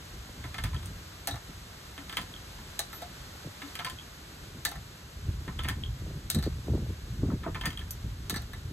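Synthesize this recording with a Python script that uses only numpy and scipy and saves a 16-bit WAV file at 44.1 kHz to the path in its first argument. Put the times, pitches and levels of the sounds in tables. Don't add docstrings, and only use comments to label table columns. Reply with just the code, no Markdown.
import sys
import numpy as np
from scipy import signal
from scipy.fft import rfft, irfft
from scipy.io import wavfile
from scipy.ndimage import uniform_filter1d

SR = 44100
rng = np.random.default_rng(int(sys.argv[2]) if len(sys.argv) > 2 else 0)


def inscribe(sig):
    pcm = np.round(np.clip(np.atleast_2d(sig).T, -1, 1) * 32767)
    wavfile.write(sys.argv[1], SR, pcm.astype(np.int16))


N = 384552

# (frequency [Hz], level [dB])
HISS_SPECTRUM = [(150, -56), (300, -3), (500, -2.5), (900, -4.5), (1500, -2), (2500, -7), (4000, -5),
                 (5500, -9), (7500, -11.5), (10000, -14), (13000, -16), (14900, -21.5), (15400, -55),
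                 (17000, -60)]
# (time [s], level [dB])
HISS_LEVEL = [(0, -49.5), (1.5, -49.5), (3, -48), (4.5, -50.5), (5.5, -51), (7, -52), (8.72, -52)]
# (frequency [Hz], difference [half turns])
CHANNEL_PHASE = [(0, 0), (300, 0), (700, -.25), (1700, 0), (2800, .4), (4300, .6), (4900, 1), (5600, 1.4),
                 (6400, 1.95), (7400, 2), (8400, 2.5), (9400, 3), (10000, 3), (11900, 4), (12700, 4),
                 (14300, 5), (15000, 5), (15900, 5.7), (22050, 6)]
# (frequency [Hz], share [0 to 1])
UNLIKE_SHARE = [(100, .002), (250, 0.068), (500, 0.72), (1000, 0.66), (2500, 1), (5000, 0.59),
                (6400, 0.027), (7400, 0.048), (8400, 0.18), (9300, 0.00018), (10200, 0.00023),
                (11000, 0.45), (12300, .02), (13300, .2), (14200, .002)]

# (frequency [Hz], level [dB])
RUMBLE_SPECTRUM = [(15, -48), (25, -29), (35, -3), (50, 3.5), (80, 3.5), (120, -1), (170, -13.5),
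                   (250, -29.5), (500, -120)]
# (frequency [Hz], level [dB])
FLUTTER_SPECTRUM = [(60, -90), (90, -31), (150, 6), (250, -1.5), (400, -7.5), (700, -28), (1100, -30.5),
                    (1600, -53), (3000, -120)]
# (time [s], level [dB])
WIND_LEVEL = [(0, -49.5), (0.15, -45), (0.48, -55), (0.63, -38), (0.88, -39), (1.05, -51), (2.26, -50.5),
              (2.6, -49), (3.6, -53), (4.7, -50.5), (5.08, -52.5), (5.3, -39), (5.76, -38.5), (6.3, -46),
              (6.6, -39.5), (6.97, -43), (7.2, -38), (7.45, -39.5), (8.0, -42), (8.72, -42)]
# (time of crest [s], deep thump level [dB], flutter level [dB])
PUFFS = [(0.295, -48, -62), (0.41, -38, -60), (0.46, -37, -46), (0.51, -43, -60), (0.649, -25.5, -42),
         (0.75, -29.5, -52), (0.85, -35, -61), (1.34, -34.5, -50), (1.504, -43, -48), (1.58, -46, -60),
         (2.21, -44, -41), (3.03, -49, -57), (3.215, -42.5, -67), (3.468, -45, -41), (3.86, -44.5, -56),
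         (3.93, -43, -54), (4.49, -45, -65), (4.575, -42, -41.5), (4.78, -35, -60), (5.245, -33, -50),
         (5.293, -26, -38), (5.49, -40, -40.5), (5.66, -28.5, -43), (5.71, -42, -38.5), (5.83, -55, -50),
         (5.9, -28.5, -63), (6.03, -32.5, -47), (6.076, -40, -43), (6.166, -35, -38.5), (6.26, -36, -56),
         (6.371, -27.5, -28), (6.39, -23, -34), (6.476, -24, -37), (6.525, -30.5, -61), (6.585, -37, -48),
         (6.695, -32, -34), (6.725, -23.5, -38), (6.751, -30, -28), (6.79, -36, -35), (6.828, -29.5, -35),
         (6.9, -29, -41), (7.12, -31, -55), (7.2, -37, -36.5), (7.245, -26, -27), (7.295, -31, -31),
         (7.339, -34, -32), (7.48, -41, -36), (7.56, -42, -43), (7.68, -36, -35), (8.059, -32, -41.5),
         (8.33, -43, -39.5), (8.6, -37, -61), (8.715, -54, -36)]
FLUTTER_AT_DB, FLUTTER_FOLLOWS = -56.5, 0.36
RUMBLE_LUMPS_DB, LUMPS_CORNER_HZ = 2.5, 14
THUMP_RISE_DB_PER_S, THUMP_FALL_DB_PER_S = 497, 393
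FLUTTER_RISE_DB_PER_S, FLUTTER_FALL_DB_PER_S = 746, 520
THUMP_CUT_HZ = 64
WIND_UNLIKE_DB = -29

# (start time [s], level before the envelope [dB], starting pitch [Hz])
WOBBLES = [(0.287, -41, 1420), (0.446, -41, 710), (1.489, -39, 660), (1.506, -49, 490), (3.444, -38, 1014),
           (3.456, -33, 420), (3.469, -34, 803), (4.546, -41, 705), (4.563, -47, 750), (5.279, -34, 510),
           (5.475, -33, 610), (6.016, -40, 900), (6.062, -40, 1000), (6.1, -41, 810), (6.108, -40, 900),
           (6.152, -40, 704), (6.173, -42, 694), (6.345, -27, 404), (6.361, -20.5, 425), (6.383, -21, 387),
           (6.463, -23.5, 693), (6.472, -21, 728), (6.588, -36, 450), (6.68, -28.5, 996), (6.697, -29, 690),
           (6.735, -25, 806), (6.75, -28, 790), (6.776, -32.5, 1020), (6.818, -39, 910), (6.862, -39, 1105),
           (7.178, -40, 597), (7.231, -25.5, 716), (7.251, -29, 610), (7.272, -39, 790), (7.288, -27, 690),
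           (7.316, -29, 790), (7.331, -20.5, 490), (7.356, -32, 600), (7.461, -31, 710), (8.04, -39, 500),
           (8.304, -32, 590), (8.325, -29, 610), (8.361, -29, 500), (8.414, -44, 503), (8.703, -37, 505)]
WOBBLE_END_HZ, WOBBLE_GLIDE_S, WOBBLE_RISE_S, WOBBLE_FALL_S = 95, 0.00605, 0.0039, 0.02

# (time [s], level [dB],
# brightness [dB/octave], favoured pitch [Hz], lift of that pitch [dB], lift of hollow notes [dB])
TAPS = [(0.438, -45.5, -3.5, 2070, 6, 8), (0.542, -41, -2, 1310, 4.1, 3),
        (0.581, -38.5, -1.2, 1810, 3.6, 3), (0.637, -36, 2, 1710, 4.2, 1), (0.655, -49, -4, 1300, 6, 1),
        (0.73, -52, -6.5, 1010, 7, 1), (0.743, -51, 3, 1790, 5, -3), (0.826, -52, 0, 1270, 5.4, 1),
        (0.857, -58.5, 10, 8500, 5.4, 1), (1.977, -44.5, -4, 2070, 6, -2), (2.094, -44, 0, 4000, 9.8, 1),
        (2.125, -42, -0.5, 1290, 5.9, -2), (2.1685, -34, 2, 3400, 5.3, 4),
        (2.18, -44.5, -5.5, 1790, 6.7, 1), (2.213, -49, 4, 3900, 5, 1), (2.583, -58, -9, 1790, 5, 6),
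        (3.617, -43.5, -3, 2070, 6, -2), (3.752, -42.5, 2.5, 2210, 4.1, -5), (3.753, -52, 1, 5900, 10, -5),
        (3.789, -40.5, -3.5, 3350, 8, 8), (3.796, -47.5, -7, 1800, 7.3, 4),
        (3.846, -35.5, 0.8, 2100, 5.6, 5), (3.863, -40.5, -3, 1020, 6, 6), (3.897, -45.5, 4, 3100, 3.9, 3),
        (5.477, -46, -7.5, 1780, 4.7, -6), (5.588, -43.5, -2.5, 3160, 7.4, -9),
        (5.591, -50, -3.5, 1300, 8, -3), (5.634, -45, 1.5, 2100, 5.4, 1), (5.644, -43, -5, 3400, 7, -4),
        (5.678, -43, -7, 2100, 5, -3), (5.685, -35, 4, 1780, 7.5, -3), (5.697, -51, -5, 3300, 4.5, 1),
        (7.432, -49.5, -7, 2100, 5.2, -8), (7.439, -55, -8, 1310, 6, -6),
        (7.545, -42.5, -4, 2110, 7.3, -11), (7.553, -48.5, -7.5, 1150, 7, -6),
        (7.61, -41, -1, 3270, 6.9, 3), (7.635, -48.5, -9, 2140, 9.7, -1), (7.649, -46, -6.5, 1800, 5.5, 1),
        (7.655, -37.5, 5, 1800, 7.3, -4), (7.66, -49, -1, 4670, 8.3, 1), (7.665, -48.5, -1.5, 1020, 6, 1),
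        (7.703, -46.5, 1.5, 3140, 5, -5), (7.728, -54, 1, 3840, 5.5, -3), (7.774, -48, 1, 1300, 4, -3),
        (7.793, -52, 1.5, 1020, 4, -3), (7.811, -55, -3, 1780, 4, -3)]
# (time [s], level [dB],
# brightness [dB/octave], favoured pitch [Hz], lift of that pitch [dB], lift of hollow notes [dB])
LANDINGS = [(1.272, -36, 3.5, 1770, 4.5, 5), (1.285, -50, 0, 5970, 10, -5), (1.309, -50.5, 1, 3800, 13, -8),
            (1.338, -51.5, -3.5, 1200, 8, -1), (1.356, -49.5, -2.5, 1600, 8, -3),
            (2.791, -35.5, 4.5, 1770, 5.5, 5.5), (2.928, -46, -1.5, 1310, 3, -6),
            (3.017, -47, -0.4, 704, 8, 0.5), (3.022, -59, 1, 4400, 13, -5), (4.65, -34, 4.5, 1780, 6, -3),
            (4.662, -48, -0.5, 3700, 10, 1), (4.689, -59, 8.5, 8200, 0, -3),
            (4.714, -45.5, -1, 820, 5, -2.5), (4.754, -51.5, -2, 1990, 4, 3), (6.3, -38, 7.5, 3880, 3.5, 0),
            (6.346, -42.5, 4, 4020, 5, -3), (6.386, -47.5, 0.5, 4000, 5, -3),
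            (6.425, -46.5, 1, 4400, 9, -6), (6.437, -54, 3, 4400, 10, -7), (6.455, -53, -1, 4400, 9, -7),
            (8.296, -36, 4, 1410, 7, -10), (8.34, -43.5, 0, 1850, 7, -8), (8.358, -44.5, -0.6, 1100, 8, -4),
            (8.36, -52, 3, 5970, 13, -6), (8.368, -56, 0, 4270, 16, -6), (8.418, -54.5, 1.5, 1100, 4, -2),
            (8.532, -48.5, -1, 1970, 9.5, -15)]
# (time [s], level [dB],
# brightness [dB/octave], favoured pitch [Hz], lift of that pitch [dB], lift of hollow notes [dB])
TEAPOT = [(7.299, -56, -4.5, 1310, 9.3, -2), (7.314, -67, -11, 500, 5, 2), (7.46, -61, -15, 950, 6.9, 0.5),
          (7.474, -64, -10.5, 1250, 4.5, 3)]
# (time [s], level [dB],
# brightness [dB/octave], favoured pitch [Hz], lift of that pitch [dB], lift of hollow notes [dB])
HANDLE = [(7.9065, -55, 8.3, 11900, 5, 1)]
# (centre of the pair [Hz], level [dB], t60 [s])
NEAR_END_MODES = [(725, -11, 0.12), (1022, -3, 0.14), (1311, -2.5, 0.1), (1650, -11, 0.033),
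                  (1779, 0.5, 0.059), (2120, 0, 0.028), (2420, -5, 0.03), (2760, -3, .025),
                  (3150, 6.5, 0.019), (3485, 5.5, 0.016), (3940, -5, .025), (4670, 1, 0.031),
                  (5700, -8, 0.0099), (8590, 9, 0.0057), (11050, 0, 0.0086), (13000, -8, .01)]
# (centre of the pair [Hz], level [dB], t60 [s])
FAR_END_MODES = [(713, 2.5, 0.096), (804, 3.5, 0.07), (1170, -4, 0.031), (1320, 2.5, 0.038),
                 (1770, 3.5, 0.065), (2020, 3.7, 0.024), (3320, -7, 0.074), (3720, 1.5, 0.049),
                 (3960, 1, 0.067), (4436, 4, 0.025), (5860, -1, 0.012), (6920, -16, 0.023),
                 (8310, 2, 0.012), (8620, -4, 0.022), (11100, 1, 0.0059), (12800, 0.5, 0.0068)]
# (centre of the pair [Hz], level [dB], t60 [s])
POT_MODES = [(490, -2, 0.078), (650, 3, .06), (943, 2.5, 0.043), (1294, 11, 0.051), (1900, -3, .03),
             (2200, -5, .02)]
# (centre of the pair [Hz], level [dB], t60 [s])
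WIRE_MODES = [(5950, 3, .03), (7060, -10, .015), (8900, -2, .015), (10000, 7, .012), (11300, 0, .025),
              (12000, -1, 0.081), (12950, -2, .025), (12900, 0, .02)]
BAND_HZ = [900, 1900, 3400, 8500]
TOP_REACH = [1.6, 1.4, 1.38, 2.1]
NEAR_COLOUR_DB = [-5, 0.5, -1.5, -3]
FAR_COLOUR_DB = [0, -1.5, -0.5, 4]
POT_COLOUR_DB = [10.5, -2, -1.5, 8]
PIVOT_HZ = 2600
HOLLOW_HZ, FAVOUR_OCTAVES = 900, 0.19
TWIN_SPLIT = .009
TOUCH_S, TOUCH_DIP_DB = .005, 18
MAIN_BLOW_DB, CHATTER_DB = -6.5, -2.5
BRIEF_ABOVE_HZ = 5200
RING_SCATTER_DB = 2
LANDING_CRACK_DB, TAP_CRACK_DB = 20, 21.5
CRACK_DROP_DB = 14
ROOM_T60_S, ROOM_DB, WALL_CUT_HZ = 0.16, -9.5, 8900

# (time [s], level before a common lift and envelope [dB], pitch [Hz])
DROPS = [(0.7647, -39, 3250), (2.3392, -40, 3320), (2.3496, -46, 3290), (2.3626, -42, 3220),
         (3.987, -37.5, 3260), (3.997, -45, 3220), (4.01, -45, 3320), (5.8366, -32.5, 3250),
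         (5.861, -41, 3270), (7.7737, -35.5, 3260), (7.7925, -39, 3180), (7.811, -48, 3400)]
DROP_ROUGH, TABLE_ROUGH = .2, .3
# (time [s], push level before smoothing [dB])
THUDS = [(1.285, -39), (1.98, -37.5), (2.18, -39.5), (3.629, -34.5), (4.67, -45)]
TABLE_HZ, TABLE_T60_S, TABLE_RISE_S = 280, 0.15, 0.0097
# (start time [s], end time [s], pitch [Hz], level [dB])
WHISTLE = (2.915, 3, 13093, -46)
CUTOFF_HZ = 16800


def from_db(db):
    return 10 ** (np.asarray(db) / 20)


def rms_one(x):
    return x / np.sqrt(np.mean(x ** 2) + 1e-20)


def at_hz(points, hz):
    table_hz, values = np.transpose(points)
    return np.interp(np.log(np.maximum(hz, 1)), np.log(table_hz), values)


def coloured(spectrum, channels=1):
    hz = np.arange(N // 2 + 1) * SR / N
    white = rfft(rng.standard_normal((channels, N)))
    return rms_one(irfft(white * from_db(at_hz(spectrum, hz)), N))


def drift(corner_hz):
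    step = 40
    warm_up = 2000
    r = np.exp(-2 * np.pi * corner_hz * step / SR)
    white = rng.standard_normal(N // step + warm_up + 2)
    slow = signal.lfilter([1], [1, -2 * r, r * r], white)[warm_up:]
    return np.interp(np.arange(N) / step, np.arange(len(slow)), rms_one(slow))


def evened(x, seconds):
    power = uniform_filter1d(x ** 2, int(seconds * SR))
    return rms_one(x / np.sqrt(power + 0.041))


def phase_spread(x):
    hz = np.arange(N // 2 + 1) * SR / N
    half = np.pi * np.interp(hz, *np.transpose(CHANNEL_PHASE)) / 2
    return irfft(rfft(x) * np.exp(1j * np.array([half, -half])), N)


def hiss():
    hz = np.arange(N // 2 + 1) * SR / N
    share = np.clip(at_hz(UNLIKE_SHARE, hz), 0, 1)
    common, left, right = rfft(coloured(HISS_SPECTRUM, channels=3))
    common = phase_spread(irfft(common * np.sqrt(1 - share), N))
    unlike = irfft(np.array([left, right]) * np.sqrt(share), N)
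    level_db = np.interp(np.arange(N) / SR, *np.transpose(HISS_LEVEL)) + .5 * drift(4.7)
    return from_db(level_db) * (common + unlike)


def crests(t, crest_s, crest_db, rise, fall):
    since = t[:, None] - crest_s
    drop_db = np.where(since < 0, -rise * since, fall * since)
    return np.sqrt(from_db(2 * (crest_db - drop_db)).sum(axis=1))


def wind():
    crest_s, thump_db, flutter_db = np.transpose(PUFFS)
    t = np.arange(N) / SR
    coarse = np.arange(0, N / SR + .002, .002)
    steady_db = np.interp(t, *np.transpose(WIND_LEVEL))
    thumps = crests(coarse, crest_s, thump_db, THUMP_RISE_DB_PER_S, THUMP_FALL_DB_PER_S)
    thumps = np.interp(t, coarse, thumps)
    flaps = crests(coarse, crest_s, flutter_db, FLUTTER_RISE_DB_PER_S, FLUTTER_FALL_DB_PER_S)
    flaps = np.interp(t, coarse, flaps)

    both, unlike, deep = coloured(RUMBLE_SPECTRUM, channels=3)
    steady = from_db(steady_db + RUMBLE_LUMPS_DB * drift(LUMPS_CORNER_HZ))
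    high_pass = signal.butter(2, THUMP_CUT_HZ, "high", fs=SR, output="sos")
    tight = rms_one(signal.sosfilt(high_pass, deep))
    rumble = evened(both, 0.0513) * steady + evened(tight, 0.031) * thumps
    rumble = rumble + from_db(WIND_UNLIKE_DB) * unlike * (steady + thumps) * [[1], [-1]]

    steady_flutter = from_db(FLUTTER_AT_DB + FLUTTER_FOLLOWS * (steady_db + 50.5))
    flutter_gain = np.hypot(steady_flutter, flaps) * from_db(3.06 * drift(26.5))
    return rumble + evened(coloured(FLUTTER_SPECTRUM)[0], 0.0237) * flutter_gain


def wobbles():
    out = np.zeros(N + SR)
    t = np.arange(SR // 10) / SR
    envelope = (1 - np.exp(-t / WOBBLE_RISE_S)) * np.exp(-t / WOBBLE_FALL_S)
    for (start_s, level_db, start_hz), phase in zip(WOBBLES, rng.random(len(WOBBLES))):
        hz = WOBBLE_END_HZ + (start_hz - WOBBLE_END_HZ) * np.exp(-t / WOBBLE_GLIDE_S)
        turns = np.cumsum(hz) / SR + phase
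        at = round(start_s * SR)
        out[at:at + len(t)] += from_db(level_db) * envelope * np.sin(2 * np.pi * turns)
    return out[:N]


def ring(force, hz, t60):
    r, w = from_db(-60 / (t60 * SR)), 2 * np.pi * hz / SR
    return signal.lfilter([0, np.sin(w)], [1, -2 * r * np.cos(w), r * r], force + 1e-18)


def dying(at, level_db, t60, rise_s):
    clicks, r = np.zeros(N), np.exp(-1 / (rise_s * SR))
    clicks[at] = from_db(level_db)
    poles = np.convolve([1, -r], [1, -from_db(-60 / (t60 * SR))])
    return signal.lfilter([1 - r], poles, clicks + 1e-18)


def rebounds(at):
    samples = np.arange(N)
    last = np.clip(np.searchsorted(at, samples, side="right") - 1, 0, None)
    spacing = TOUCH_S * SR * rng.uniform(.8, 1.25, len(at))
    since_touch = (samples - at[last]) / spacing[last] % 1
    return rms_one(from_db(-TOUCH_DIP_DB * since_touch))


def modal_ring(rows, at, bands_db, modes, ring_db, chatter_t60, touches):
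    out = np.zeros(N)
    _, _, _, favoured_hz, favoured_db, hollow_db = rows.T
    twins = [(hz * (1 + side * TWIN_SPLIT), level_db - 3, t60)
             for hz, level_db, t60 in modes for side in (-1, 1)]
    chance = rng.standard_normal((len(rows), len(twins)))
    chatter = touches * rng.standard_normal((3, N))
    for k, (hz, level_db, t60) in enumerate(twins):
        here_db = np.array([np.interp(np.log(hz), np.log(BAND_HZ), row) for row in bands_db])
        blow_db = here_db + level_db + ring_db + RING_SCATTER_DB * chance[:, k]
        octaves_off = np.log2(hz / favoured_hz)
        blow_db = blow_db + favoured_db * np.exp(-(octaves_off / FAVOUR_OCTAVES) ** 2)
        blow_db = blow_db + hollow_db * (hz < HOLLOW_HZ)
        lasts = chatter_t60 * min(1, (BRIEF_ABOVE_HZ / hz) ** 2)
        force = dying(at, blow_db + CHATTER_DB, lasts, 2.6 / hz) * chatter[k % 3]
        force = force / np.sqrt(lasts * SR / 14)
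        force[at + int(3.5 * SR / hz)] += from_db(blow_db + MAIN_BLOW_DB) * (-1) ** (k // 2)
        out += ring(force, hz, t60)
    return out


def crack_and_rattle(at, bands_db, crack_db, rattle_db, rattle_t60, touches):
    out = np.zeros(N)
    edges = [680, 1400, 2500, 5400, 18000]
    for k, centre_hz in enumerate(BAND_HZ):
        level_db = bands_db[:, k]
        crack = dying(at, level_db + crack_db - CRACK_DROP_DB * (3 - k), .001, .00003)
        t60 = rattle_t60 * (1800 / centre_hz) ** 0.19
        rattle = dying(at, level_db + rattle_db, t60, 0.00085 + 2.6 / centre_hz)
        rattle = rattle * touches * rng.standard_normal(N)
        top = min(edges[k + 1], centre_hz * TOP_REACH[k])
        band = signal.butter(2, [edges[k], top], "band", fs=SR, output="sos")
        width_gain = np.sqrt(SR / 2 / (edges[k + 1] - edges[k]))
        out += signal.sosfilt(band, crack + rattle) * width_gain
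    return out


def struck(events, colour_db, modes, ring_db, crack_db, rattle_db, chatter_t60, rattle_t60):
    rows = np.array(events)
    tilt_octaves = np.log2(np.array(BAND_HZ) / PIVOT_HZ)
    bands_db = rows[:, 1:2] + colour_db + rows[:, 2:3] * tilt_octaves
    at = np.round((rows[:, 0] + .001) * SR).astype(int)
    touches = rebounds(at)
    ringing = modal_ring(rows, at, bands_db, modes, ring_db, chatter_t60, touches)
    return ringing + crack_and_rattle(at, bands_db, crack_db, rattle_db, rattle_t60, touches)


def taps_and_clicks():
    return struck(TAPS, NEAR_COLOUR_DB, NEAR_END_MODES, ring_db=1.5, crack_db=TAP_CRACK_DB,
                  rattle_db=-5.0, chatter_t60=0.037, rattle_t60=0.11)


def room(x):
    t = np.arange(int(.3 * SR)) / SR
    onset = np.clip((t - .003) / 0.0011, 0, 1)
    tail = rng.standard_normal((2, len(t))) * from_db(-60 * t / ROOM_T60_S) * onset
    low_pass = signal.butter(2, WALL_CUT_HZ, fs=SR, output="sos")
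    tail = rms_one(signal.sosfilt(low_pass, tail)) / np.sqrt(len(t))
    return from_db(ROOM_DB) * signal.fftconvolve(x[None], tail)[:, :N]


def drops():
    out = np.zeros(N)
    t = np.arange(SR // 10) / SR
    for start_s, level_db, hz in DROPS:
        at = round(start_s * SR)
        envelope = from_db(level_db + 7.5 - 60 * t / 0.017) * (1 - np.exp(-t / 0.00023))
        out[at:at + len(t)] += envelope * np.sin(2 * np.pi * hz * t)
    return out * (1 + DROP_ROUGH * drift(220))


def landings_and_last_knock():
    return struck(LANDINGS, FAR_COLOUR_DB, FAR_END_MODES, ring_db=0.0, crack_db=LANDING_CRACK_DB,
                  rattle_db=-5, chatter_t60=0.068, rattle_t60=0.086)


def table():
    push_s, push_db = np.transpose(THUDS)
    at = np.round(push_s * SR).astype(int)
    swell = dying(at, push_db, TABLE_T60_S, TABLE_RISE_S)
    hum = np.sin(2 * np.pi * TABLE_HZ * np.arange(N) / SR)
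    return swell * (1 + TABLE_ROUGH * drift(45)) * hum


def whistle():
    start, end, hz, level_db = WHISTLE
    t = np.arange(N) / SR
    swell = np.sin(np.pi * np.clip((t - start) / (end - start), 0, 1))
    return from_db(level_db) * swell * np.sin(2 * np.pi * hz * t)


def teapot():
    return struck(TEAPOT, POT_COLOUR_DB, POT_MODES, ring_db=-7.5, crack_db=22,
                  rattle_db=-9.5, chatter_t60=0.017, rattle_t60=0.072)


def handle():
    return struck(HANDLE, POT_COLOUR_DB, WIRE_MODES, ring_db=-5, crack_db=17,
                  rattle_db=-4, chatter_t60=0.072, rattle_t60=0.07)


def scene():
    knocks = taps_and_clicks() + landings_and_last_knock() + teapot() + handle()
    knocks += drops() + table()
    direct = phase_spread(knocks + whistle())
    return direct + room(knocks) + wind() + wobbles() + hiss()


def record(dry):
    low_pass = signal.cheby2(12, 70, CUTOFF_HZ, fs=SR, output="sos")
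    return signal.sosfilt(low_pass, dry)


dry = scene()
out = record(dry)
inscribe(out)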